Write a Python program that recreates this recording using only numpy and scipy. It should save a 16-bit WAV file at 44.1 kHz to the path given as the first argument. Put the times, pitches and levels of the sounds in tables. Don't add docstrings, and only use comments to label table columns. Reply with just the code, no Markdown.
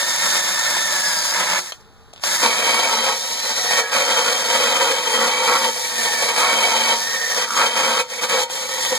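import sys
import numpy as np
from scipy import signal
from scipy.fft import rfft, irfft, next_fast_len
from scipy.io import wavfile
from scipy.ndimage import uniform_filter1d, map_coordinates

SR = 44100
rng = np.random.default_rng(int(sys.argv[2]) if len(sys.argv) > 2 else 0)


def store_wav(level_fs):
    pcm = np.round(np.clip(np.atleast_2d(level_fs), -1, 1) * 32767)
    wavfile.write(sys.argv[1], SR, pcm.T.astype(np.int16))


N = 396004
T = np.arange(N) / SR

# (centre [Hz], width [Hz], lift [dB])
FACE_MODES = [(184, 63, 16), (359, 18, 14), (494, 17, 5.8), (600, 67, 6.1), (742, 16, 10), (870, 65, 6.2),
              (945, 66, 6.7), (1332, 66, 7.5), (1506, 28, 4.5), (1730, 120, 7.8), (1990, 31, 3.7),
              (2150, 45, 9.6), (3330, 50, 1.8)]
# (slip [s], fastest [s], bite [s], top gear mesh rate [Hz])
SLIPS = [(3.115, 3.44, 3.765, 2050), (5.672, 5.87, 6.2, 1910), (6.93, 7.14, 7.365, 1868),
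         (7.998, 8.1, 8.2, 2090), (8.395, 8.52, 9.0, 2080)]
# (start [s], end [s], ring change [dB], hiss change [dB])
LIFTS = [(1.608, 1.8, -16, -14.5), (3.81, 3.918, -9, -9), (4.33, 4.53, -2, 0.5), (4.94, 5.1, -2.5, -3),
         (5.3, 5.44, 0, -3.5), (6.258, 6.28, -8, -3), (6.308, 6.365, -5, -2), (7.45, 7.565, -11, -13.5),
         (7.68, 7.76, -4.5, -9), (8.03, 8.09, -16, -23), (8.09, 8.215, -1.5, -8), (8.26, 8.285, -16, -12),
         (8.452, 8.498, -12, -26), (8.498, 8.8, -1.5, -3.5)]

STOP_S, RESTART_S, SOCKET_FROM_S = 1.697, 2.238, 2.412
COAST_DB_PER_S, SPIN_UP_DB_PER_S, STILL_DB = 403, 1296, -59
CONTACT_S, LANDING_S = 0.037, 0.021
LOADED_HZ, FREE_HZ = 1622, 1800
SAG_HZ_PER_S, BOG_S = 500, .07
SLIP_S, BITE_S, BITE_LEAD_S = .06, .13, .045
SKIM_RING_DB, SKIM_HISS_DB = -12.5, -1.5
RING_GROWS_DB_PER_S, HISS_GROWS_DB_PER_S = 10, 5
FACE_RING_DB, FACE_HISS_DB = -28, -24
SOCKET_RING_DB, SOCKET_HISS_DB = -22, -27
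BOOM_HZ, CLANG_HZ = (160, 322), (1085, 1500)
SOCKET_BOOM_DB, FACE_CLANG_DB, SOCKET_CLANG_DB, CLANG_PER_DB = 1.5, -0.5, 1, 0.16
CHATTER_DB, CHATTER_PER_S, DAB_DB = 1.25, 110, 2.6
MESHES_PER_TURN, WAVER, JITTER, SKIM_STEADIES = 139.5, .013, .004, .7
JITTER_PER_S, ROUGH_DB = 60, 2.2
SLACK_DB, SLACK_HZ_PER_S = -11, 3900
RATTLE_DB, SOCKET_RATTLE_DB = -25, -3
SPOT_DB, SPOT_DETUNE, SPOTS_PER_S = 2.0, .004, 2.2
DENSE_SPACING_HZ, DENSE_WIDTH_HZ, DENSE_DB = 85, 20, 8.4
RUSTLE_FROM_S, RUSTLE_DB = 2.118, -49
CUTOFF_HZ, CEILING = 15600, .85


def amp(db):
    return 10 ** (np.asarray(db) / 20)


def rms_one(x):
    return x / np.sqrt(np.mean(x ** 2) + 1e-20)


def in_time(rows):
    s, *columns = np.transpose(rows)
    return [np.interp(T, s, c) for c in columns]


def drift(rate):
    r = np.exp(-80 * np.pi * rate / SR)
    noise = rng.standard_normal(N // 40 + 2002)
    slow = signal.lfilter([1], [1, -2 * r, r * r], noise)[2000:]
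    return np.interp(np.arange(N) / 40, np.arange(len(slow)), rms_one(slow))


def ramp(start_s, length_s):
    return np.clip((T - start_s) / length_s, 0, 1)


def moments(rows, edge_s, back_s=None):
    back_s = back_s or edge_s
    return sum(np.outer(levels, ramp(start - edge_s / 2, edge_s) - ramp(end - back_s / 2, back_s))
               for start, end, *levels in rows)


def band(x, edges_hz):
    return signal.sosfilt(signal.butter(1, edges_hz, "band", fs=SR, output="sos"), x)


def wander(x, depth_s, rate):
    return map_coordinates(x, [(T + depth_s * drift(rate)) * SR], order=3)


def peaks_db(modes, hz):
    return sum(db / (1 + (2 * (hz - centre) / width) ** 2) for centre, width, db in modes)


def body(drive, colour, modes=(), size=8192):
    hz = np.maximum(np.fft.rfftfreq(size, 1 / SR), 1)
    points, levels = np.transpose(colour)
    colour_db = np.interp(np.log(hz), np.log(points), levels)
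    cepstrum = irfft(np.log(amp(colour_db + peaks_db(modes, hz))))
    cepstrum[1:size // 2] *= 2
    cepstrum[size // 2 + 1:] = 0
    response = irfft(np.exp(rfft(cepstrum)))
    return signal.oaconvolve(drive, response / np.linalg.norm(response))[:N]


def strikes(per_s, spread_db):
    force = amp(spread_db * np.minimum(rng.exponential(1, N), 4)) * rng.choice([-1, 1], N)
    return rms_one(force * (rng.random(N) < per_s / SR))


def yard(level_db=-47.0):
    # (frequency [Hz], level [dB])
    yard_colour = [(20, -30), (40, -7), (58, -4), (88, -6), (125, -12), (300, -20), (700, -23),
                   (1400, -20.5), (2300, -32), (3800, -27), (7000, -38), (15000, -48)]
    # (centre [Hz], width [Hz], lift [dB])
    far_hum = [(453, 15, 15), (795, 14, 9), (855, 16, 12), (1200, 16, 8.9), (1290, 14, 5.7)]
    waver_db = 1.5 * drift(5.8)
    return amp(level_db + waver_db) * body(rng.standard_normal(N), yard_colour, far_hum)


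def breeze(level_db=-65, gust_db=-4.0):
    # (frequency [Hz], level [dB])
    air_colour = [(20, 0), (60, -8), (150, -12), (500, -36), (4000, -70)]
    return np.array([amp(level_db + gust_db * drift(3.3)) * body(rng.standard_normal(N), air_colour)
                     for _ in range(2)])


def rustle():
    # (frequency [Hz], level [dB])
    rustle_colour = [(500, 0), (2500, -4), (3800, 0), (5500, -9), (7000, -8), (14000, -35)]
    touching = ramp(RUSTLE_FROM_S, CONTACT_S) * (T < RESTART_S)
    return amp(RUSTLE_DB) * body(touching * strikes(per_s=2200, spread_db=3), rustle_colour)


def knocks(level_db=1.0, ring=0.28):
    # (time [s], relative level [dB], time to decay by 60 dB [s])
    knock_rows = [(.767, -7, .03), (1.7213, -10.5, .022), (2.131, -39, .015), (2.1355, -25, .011),
                  (2.161, -36, .015), (2.178, -34, .012), (2.196, -40, .025), (2.2368, 0, .014),
                  (2.461, 3, .02), (7.616, -2, .02), (8.499, -16, .03), (8.625, -13, .03),
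                  (8.926, -7, .025)]
    # (frequency [Hz], level [dB])
    knock_colour = [(100, -40), (400, -6), (700, 5), (1200, 6), (1800, -10), (2700, 6), (4500, -1),
                    (7000, -10), (10000, -15), (15000, -27)]
    force = np.zeros(N)
    for s, db, t60 in knock_rows:
        force += (T >= s) * amp(db - 60 * np.maximum(T - s, 0).clip(0, 1) / t60)
    faint_modes = [(hz, width, ring * db) for hz, width, db in FACE_MODES]
    return amp(level_db) * body(force * rng.standard_normal(N), knock_colour, faint_modes)


def squeals(jitter=0.0051):
    # (start [s], end [s], frequency [Hz], level before flutter [dB])
    squeal_rows = [(.752, .785, 1735, -20), (3.2, 3.74, 733, -34), (4.12, 4.17, 3990, -22),
                   (4.21, 4.33, 2255, -23), (4.785, 4.85, 1775, -18), (6.275, 6.305, 4010, -18),
                   (6.45, 6.53, 2175, -21)]
    bend = np.cumsum(1 + jitter * drift(JITTER_PER_S)) / SR
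    tones = np.zeros(N)
    for start, end, hz, db in squeal_rows:
        swell = moments([(start, end, amp(db))], CONTACT_S)[0]
        tones += swell * np.sin(2 * np.pi * hz * bend)
    return tones * amp(ROUGH_DB * drift(JITTER_PER_S))


def drone(width_hz=22):
    # (time [s], frequency [Hz], level [dB])
    drone_curve = [(0, 555, -37), (.25, 557, -32), (.6, 550, -30.5), (.72, 560, -42), (1.12, 595, -40),
                   (1.22, 600, -31), (1.44, 598, -26), (1.62, 600, -37)]
    hz, level_db = in_time(drone_curve)
    phase = 2 * np.pi * np.cumsum(hz) / SR
    ringing = drift(width_hz) * np.cos(phase) + drift(width_hz) * np.sin(phase)
    return amp(level_db) * ringing * (T < drone_curve[-1][0])


def running_db():
    coast = np.clip(-COAST_DB_PER_S * (T - STOP_S), STILL_DB, 0)
    return np.maximum(coast, np.clip(SPIN_UP_DB_PER_S * (T - RESTART_S), STILL_DB, 0))


def bog(bite_s):
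    return np.exp(-np.maximum(T - bite_s, 0) / BOG_S)


def speed():
    # (time [s], gear mesh rate [Hz])
    face_speed = [(0, 1808), (.2, 1838), (.68, 1785), (.87, 1800), (.95, 1735), (1.07, 1688), (1.22, 1600),
                  (1.32, 1635), (1.41, 1720), (1.46, 1880), (1.57, 2030), (1.65, 2650), (1.72, 2680),
                  (1.8, 600), (2.14, 600), (2.24, 1490), (2.38, 2081)]
    socket_hz = LOADED_HZ
    for slip, fastest, bite, top_hz in SLIPS:
        run_up = np.sin(np.pi / 2 * ramp(slip, fastest - slip))
        spare_hz = top_hz - LOADED_HZ - SAG_HZ_PER_S * np.maximum(T - fastest, 0)
        socket_hz = socket_hz + spare_hz * run_up * bog(bite)
    face_hz, = in_time(face_speed)
    return socket_hz + (face_hz - socket_hz) * bog(SOCKET_FROM_S)


def gears(mesh_hz, turn, at_socket, swell_s=0.097, unload=0.79):
    # (centre [Hz], width [Hz], lift [dB])
    housing = [(1700, 930, 17), (3610, 210, 6.5), (3860, 910, 10), (4980, 590, 13.5)]
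    # (multiple of the mesh rate, base level on the face [dB], base level by the socket [dB])
    gear_tones = [(1, -33.5, -44), (2, -34, -37), (3, -28.5, -39), (4, -32, -40)]
    # (start [s], end [s], change of mesh tone and rattle [dB], change of octave tone [dB])
    whines = [(.88, 1.07, -1, -5), (1.12, 1.34, -6, -4), (1.44, 1.65, -3, 0), (2.27, 2.42, 5, 4),
              (3.18, 3.72, 0, 8), (3.42, 3.66, 4, 0), (3.66, 3.95, 12.5, -2), (4.27, 4.66, 0, 7),
              (5.7, 6.26, 3, -10), (5.93, 6.24, 8, 0), (6.99, 7.38, 11.5, -14), (8.0, 8.7, 1, -1),
              (8.7, 9.0, 6, -3)]
    # (centre [Hz], width [Hz], lift [dB])
    rattle_modes = [(1840, 110, 14.5)]
    # (frequency [Hz], level [dB])
    rattle_colour = [(700, -23.5), (1900, -0.5), (3500, -23)]
    skimming = at_socket * np.clip((mesh_hz - LOADED_HZ) / (FREE_HZ - LOADED_HZ), 0, 1)
    waver = (1 - SKIM_STEADIES * skimming) * (WAVER * turn + JITTER * drift(JITTER_PER_S))
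    phase = 2 * np.pi * np.cumsum(mesh_hz * (1 + waver)) / SR
    mesh_db, octave_db = moments(whines, swell_s)
    rattle_db = RATTLE_DB + SOCKET_RATTLE_DB * at_socket + mesh_db
    out = body(amp(rattle_db) * rng.standard_normal(N), rattle_colour, rattle_modes)
    for (multiple, face_db, socket_db), lift_db in zip(gear_tones, (mesh_db, octave_db, 0, 0)):
        level_db = face_db + (socket_db - face_db) * at_socket
        level_db = level_db + peaks_db(housing, multiple * mesh_hz) + lift_db
        out += amp(level_db + ROUGH_DB * drift(JITTER_PER_S)) * np.sin(multiple * phase)
    run_up = uniform_filter1d(np.gradient(mesh_hz) * SR, size=1024)
    slack_db = SLACK_DB * np.clip(run_up / SLACK_HZ_PER_S, 0, 1)
    _, eased_db = moments(LIFTS, CONTACT_S)
    return out * amp(running_db() + unload * eased_db + slack_db)


def skim(slip, bite):
    return ramp(slip, SLIP_S) * (1 - ramp(bite - BITE_LEAD_S, BITE_S))


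def contact(at_socket):
    # (start [s], end [s],
    # ring change [dB], hiss change [dB], low boom change [dB], middle clang change [dB])
    bearing_changes = [(.25, .4, 1.5, 1.5, 3.5, 2.5), (.56, .68, 1.5, 0.5, -2, 3),
                       (.76, .785, 5, -1, -4, -1), (1.335, 1.595, 4.5, -1.5, 0, 0),
                       (2.255, 2.41, 1, 1, -2, 0), (2.412, 2.475, -0.5, 3, 8, 7.5),
                       (3.705, 3.73, 9.5, 0, -4, -10), (3.765, 3.803, 8, 3.5, -15, -5),
                       (3.928, 3.965, 2, 0.5, 1, 4), (4.08, 4.32, 0.5, 0.5, 0, 1.5),
                       (4.68, 4.92, 0.5, -1, 1, 2), (5.14, 5.27, 0, 0, 6.5, 6), (5.47, 5.58, 0, 0, 5.5, 7),
                       (5.58, 5.71, -1.5, -0.5, 3.5, -1.5), (6.228, 6.252, 4, 2.5, 7, -13),
                       (6.283, 6.303, 3, 2, -21, 0), (6.375, 6.43, 1.5, 4, -3, 4),
                       (6.43, 6.56, 1.5, -0.5, -2, 2), (6.56, 6.92, 0.5, -0.5, -1, -2.5),
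                       (7.4, 7.435, 0.5, -1, 0, 4), (7.47, 7.575, -7, 11, 12.5, 21.5),
                       (7.575, 7.65, -1.5, 2, 3, 11.5), (7.8, 7.93, 0, -2.5, 5, 3),
                       (7.965, 8.005, -1.5, -3, 1, 8.5), (8.222, 8.255, 4.5, 2, 2, 6.5),
                       (8.3, 8.395, 0, -1.5, 3, 3.5), (8.92, 8.94, 0, -7, 22, -13)]
    ring, hiss, boom, clang = moments(bearing_changes, CONTACT_S)
    lift_ring, lift_hiss = moments(LIFTS, CONTACT_S, LANDING_S)
    ring, hiss = ring + lift_ring, hiss + lift_hiss
    for slip, _, bite, _ in SLIPS:
        skimming = skim(slip, bite)
        ring = ring + skimming * (SKIM_RING_DB + RING_GROWS_DB_PER_S * (T - slip))
        hiss = hiss + skimming * (SKIM_HISS_DB + HISS_GROWS_DB_PER_S * (T - slip))
    on_face = 1 - at_socket
    return (ring + on_face * FACE_RING_DB + at_socket * SOCKET_RING_DB + running_db(),
            hiss + on_face * FACE_HISS_DB + at_socket * SOCKET_HISS_DB + running_db(),
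            boom + at_socket * SOCKET_BOOM_DB,
            clang + on_face * FACE_CLANG_DB + at_socket * (SOCKET_CLANG_DB + CLANG_PER_DB * ring))


def spots(count=8):
    place = (SPOTS_PER_S * T + .4 * drift(2)) % count
    away = [np.abs((place - k + count / 2) % count - count / 2) for k in range(count)]
    return [np.sqrt(np.maximum(1 - d, 0)) for d in away]


def spot_modes(modes, count=90):
    main = [(hz * (1 + SPOT_DETUNE * rng.standard_normal()), width, db + SPOT_DB * rng.standard_normal())
            for hz, width, db in modes]
    dense_hz = DENSE_SPACING_HZ * (np.arange(count) + rng.random(count)) + BOOM_HZ[1]
    return main + [(hz, DENSE_WIDTH_HZ, DENSE_DB * rng.uniform(-1, 1)) for hz in dense_hz]


def travelling(drive, colour, modes):
    return sum(body(drive * share, colour, spot_modes(modes)) for share in spots())


def brush(turn, at_socket, skip_db=1.04, flutter_db=0.52):
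    # (frequency [Hz], level [dB])
    face_colour = [(60, -17), (140, -19.5), (300, -9), (430, -15.5), (520, 2), (750, -2), (1000, 4.5),
                   (1600, 3), (2500, 3), (4000, -3.5), (8000, -11), (15000, -45)]
    socket_colour = [(60, -47), (150, -12), (220, -9.5), (390, -8.5), (470, 0.5), (780, -4.5), (1020, 2),
                     (1550, -1), (2100, 0), (2700, -3), (4000, -4), (6000, -3.5), (10000, -11),
                     (15000, -32)]
    # (centre [Hz], width [Hz], lift [dB])
    socket_modes = [(231.7, 17, 11.4), (299, 16.4, 5.2), (335, 38, 3), (457.7, 31.5, 8.4), (495.5, 21, 9.3),
                    (528, 49, 12.5), (574, 15, 6.6), (665, 34, 9.8), (735, 40, 9.3), (833.4, 45, 11.5),
                    (895.5, 42, 12.5), (930.7, 13.8, 13.7), (966.4, 35, 9), (1026, 12, 5.5),
                    (1108, 27, 9.9), (1162, 25, 6.4), (1238, 13, 6.3), (1281, 27, 10.4), (1344, 23, 6.7),
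                    (1430, 17, 7.3), (1577, 84, 4.3), (1907, 70, 4), (1954, 59, 9.8), (2157, 27, 7.2),
                    (2280, 65, 14), (2442, 50, 8.4), (2502, 72, 10.5), (3146, 185, 14.6), (3580, 53, 5.5),
                    (3700, 42, 5.8), (3824, 45, 7.4), (3966, 59, 14), (4337, 25, 15), (4570, 79, 7.3),
                    (4730, 34, 1.8)]
    # (frequency [Hz], level [dB])
    face_hiss = [(500, -10.5), (2000, -6.5), (3500, 6), (4400, 1.5), (5000, 9.5), (7000, 7.5), (8500, 6),
                 (9900, -0.5), (11100, -7.5), (12800, -1.5), (14000, -13), (15500, -15)]
    socket_hiss = [(500, -6), (2000, -1.5), (3500, 7.5), (5000, 4.5), (6200, 1), (7400, 6.5), (9000, 1.5),
                   (10000, -15), (12000, -1), (14000, -10.5), (15500, -20.5)]
    # (centre [Hz], width [Hz], lift [dB])
    face_wire_modes = [(3790, 78, 6), (4140, 78, 9.5), (4580, 70, 5), (6300, 70, 0.5), (6690, 90, 1)]
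    socket_wire_modes = [(4330, 35, 2.1), (4870, 160, 3.2), (5750, 870, 9.5), (6680, 180, 3.2),
                         (8700, 190, 6.4), (8100, 73, 1.1), (10110, 1230, 12)]
    blade_db, hiss_db, boom_db, clang_db = contact(at_socket)
    skip, chatter_db = drift(14.2), CHATTER_DB * drift(CHATTER_PER_S)
    dab_db = DAB_DB * turn * sum(skim(slip, bite) for slip, _, bite, _ in SLIPS)
    tufts = strikes(per_s=5000, spread_db=2.0) * amp(blade_db + dab_db + skip_db * skip + chatter_db)
    boom = (amp(boom_db) - 1) * band(tufts, BOOM_HZ)
    clang = (amp(clang_db) - 1) * band(tufts, CLANG_HZ)
    tufts = tufts + boom + clang
    wires = strikes(per_s=7500, spread_db=1.1) * amp(hiss_db + flutter_db * skip + chatter_db)
    face = amp(13.5) * body(tufts * (1 - at_socket), face_colour, FACE_MODES)
    face += amp(13.5) * body(wires * (1 - at_socket), face_hiss, face_wire_modes)
    socket = amp(12.5) * travelling(tufts * at_socket, socket_colour, socket_modes)
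    socket += amp(12.0) * travelling(wires * at_socket, socket_hiss, socket_wire_modes)
    return face + socket


def scatter(x, t60=0.06):
    t = T[:SR // 4]
    echoes = rng.standard_normal((2, len(t))) * amp(-60 * t / t60) * (t > .003)
    echoes = signal.sosfilt(signal.butter(1, 500, "high", fs=SR, output="sos"), echoes)
    sprays = []
    for echo in echoes:
        spray = signal.oaconvolve(x, echo / np.linalg.norm(echo))[:N]
        sprays.append(wander(spray, depth_s=.0005, rate=2))
    return x + amp(-8.5) * np.array(sprays)


def microphones(field, diffuse_db=-13):
    # (frequency [Hz], phase [radians])
    pair_phase = [(0, -2.9), (45, -2.65), (90, -2.2), (190, -1.25), (330, -.65), (600, -.38), (1000, -.22),
                  (1450, 0), (2100, 1.3), (2780, 3.14), (5530, 9.42), (16570, 34.56)]
    # (frequency [Hz], level [dB])
    pair_balance = [(60, 0), (200, 1.2), (330, 1.5), (500, 1.3), (700, 2.5), (1000, 1.5), (1400, 0),
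                    (2000, -3), (2350, -2.5), (2650, 0), (2900, 0), (3200, 2), (4000, 0)]
    size = next_fast_len(N + SR // 10)
    hz = np.fft.rfftfreq(size, 1 / SR)
    lead = np.interp(hz, *np.transpose(pair_phase))
    lean = amp(np.interp(hz, *np.transpose(pair_balance)) / 2)
    front, sides = rfft(field, size)
    mid, side = front * np.cos(lead / 2), 1j * sides * np.sin(lead / 2)
    side = side + amp(diffuse_db) * (sides - front)
    return irfft(np.array([(mid + side) * lean, (mid - side) / lean]), size)[:, :N]


def scene(work_db=3.5):
    mesh_hz, at_socket = speed(), ramp(SOCKET_FROM_S, LANDING_S)
    turn = np.cos(2 * np.pi * np.cumsum(mesh_hz) / MESHES_PER_TURN / SR)
    work = rustle() + knocks() + squeals() + drone()
    work = work + gears(mesh_hz, turn, at_socket) + brush(turn, at_socket)
    return microphones(scatter(amp(work_db) * work) + yard()) + breeze()


def record(dry, threshold_db=-49.0, slope=0.39, most_db=15.5):
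    power = np.abs(uniform_filter1d(np.mean(dry ** 2, axis=0), size=1024))
    level_db = 10 * np.log10(power + 1e-12)
    held = dry * amp(-np.clip(slope * (level_db - threshold_db), 0, most_db))
    held = held / (1 + (held / CEILING) ** 4) ** .25
    return signal.sosfilt(signal.ellip(12, .1, 80, CUTOFF_HZ, fs=SR, output="sos"), held)


dry = scene()
out = record(dry)
store_wav(out)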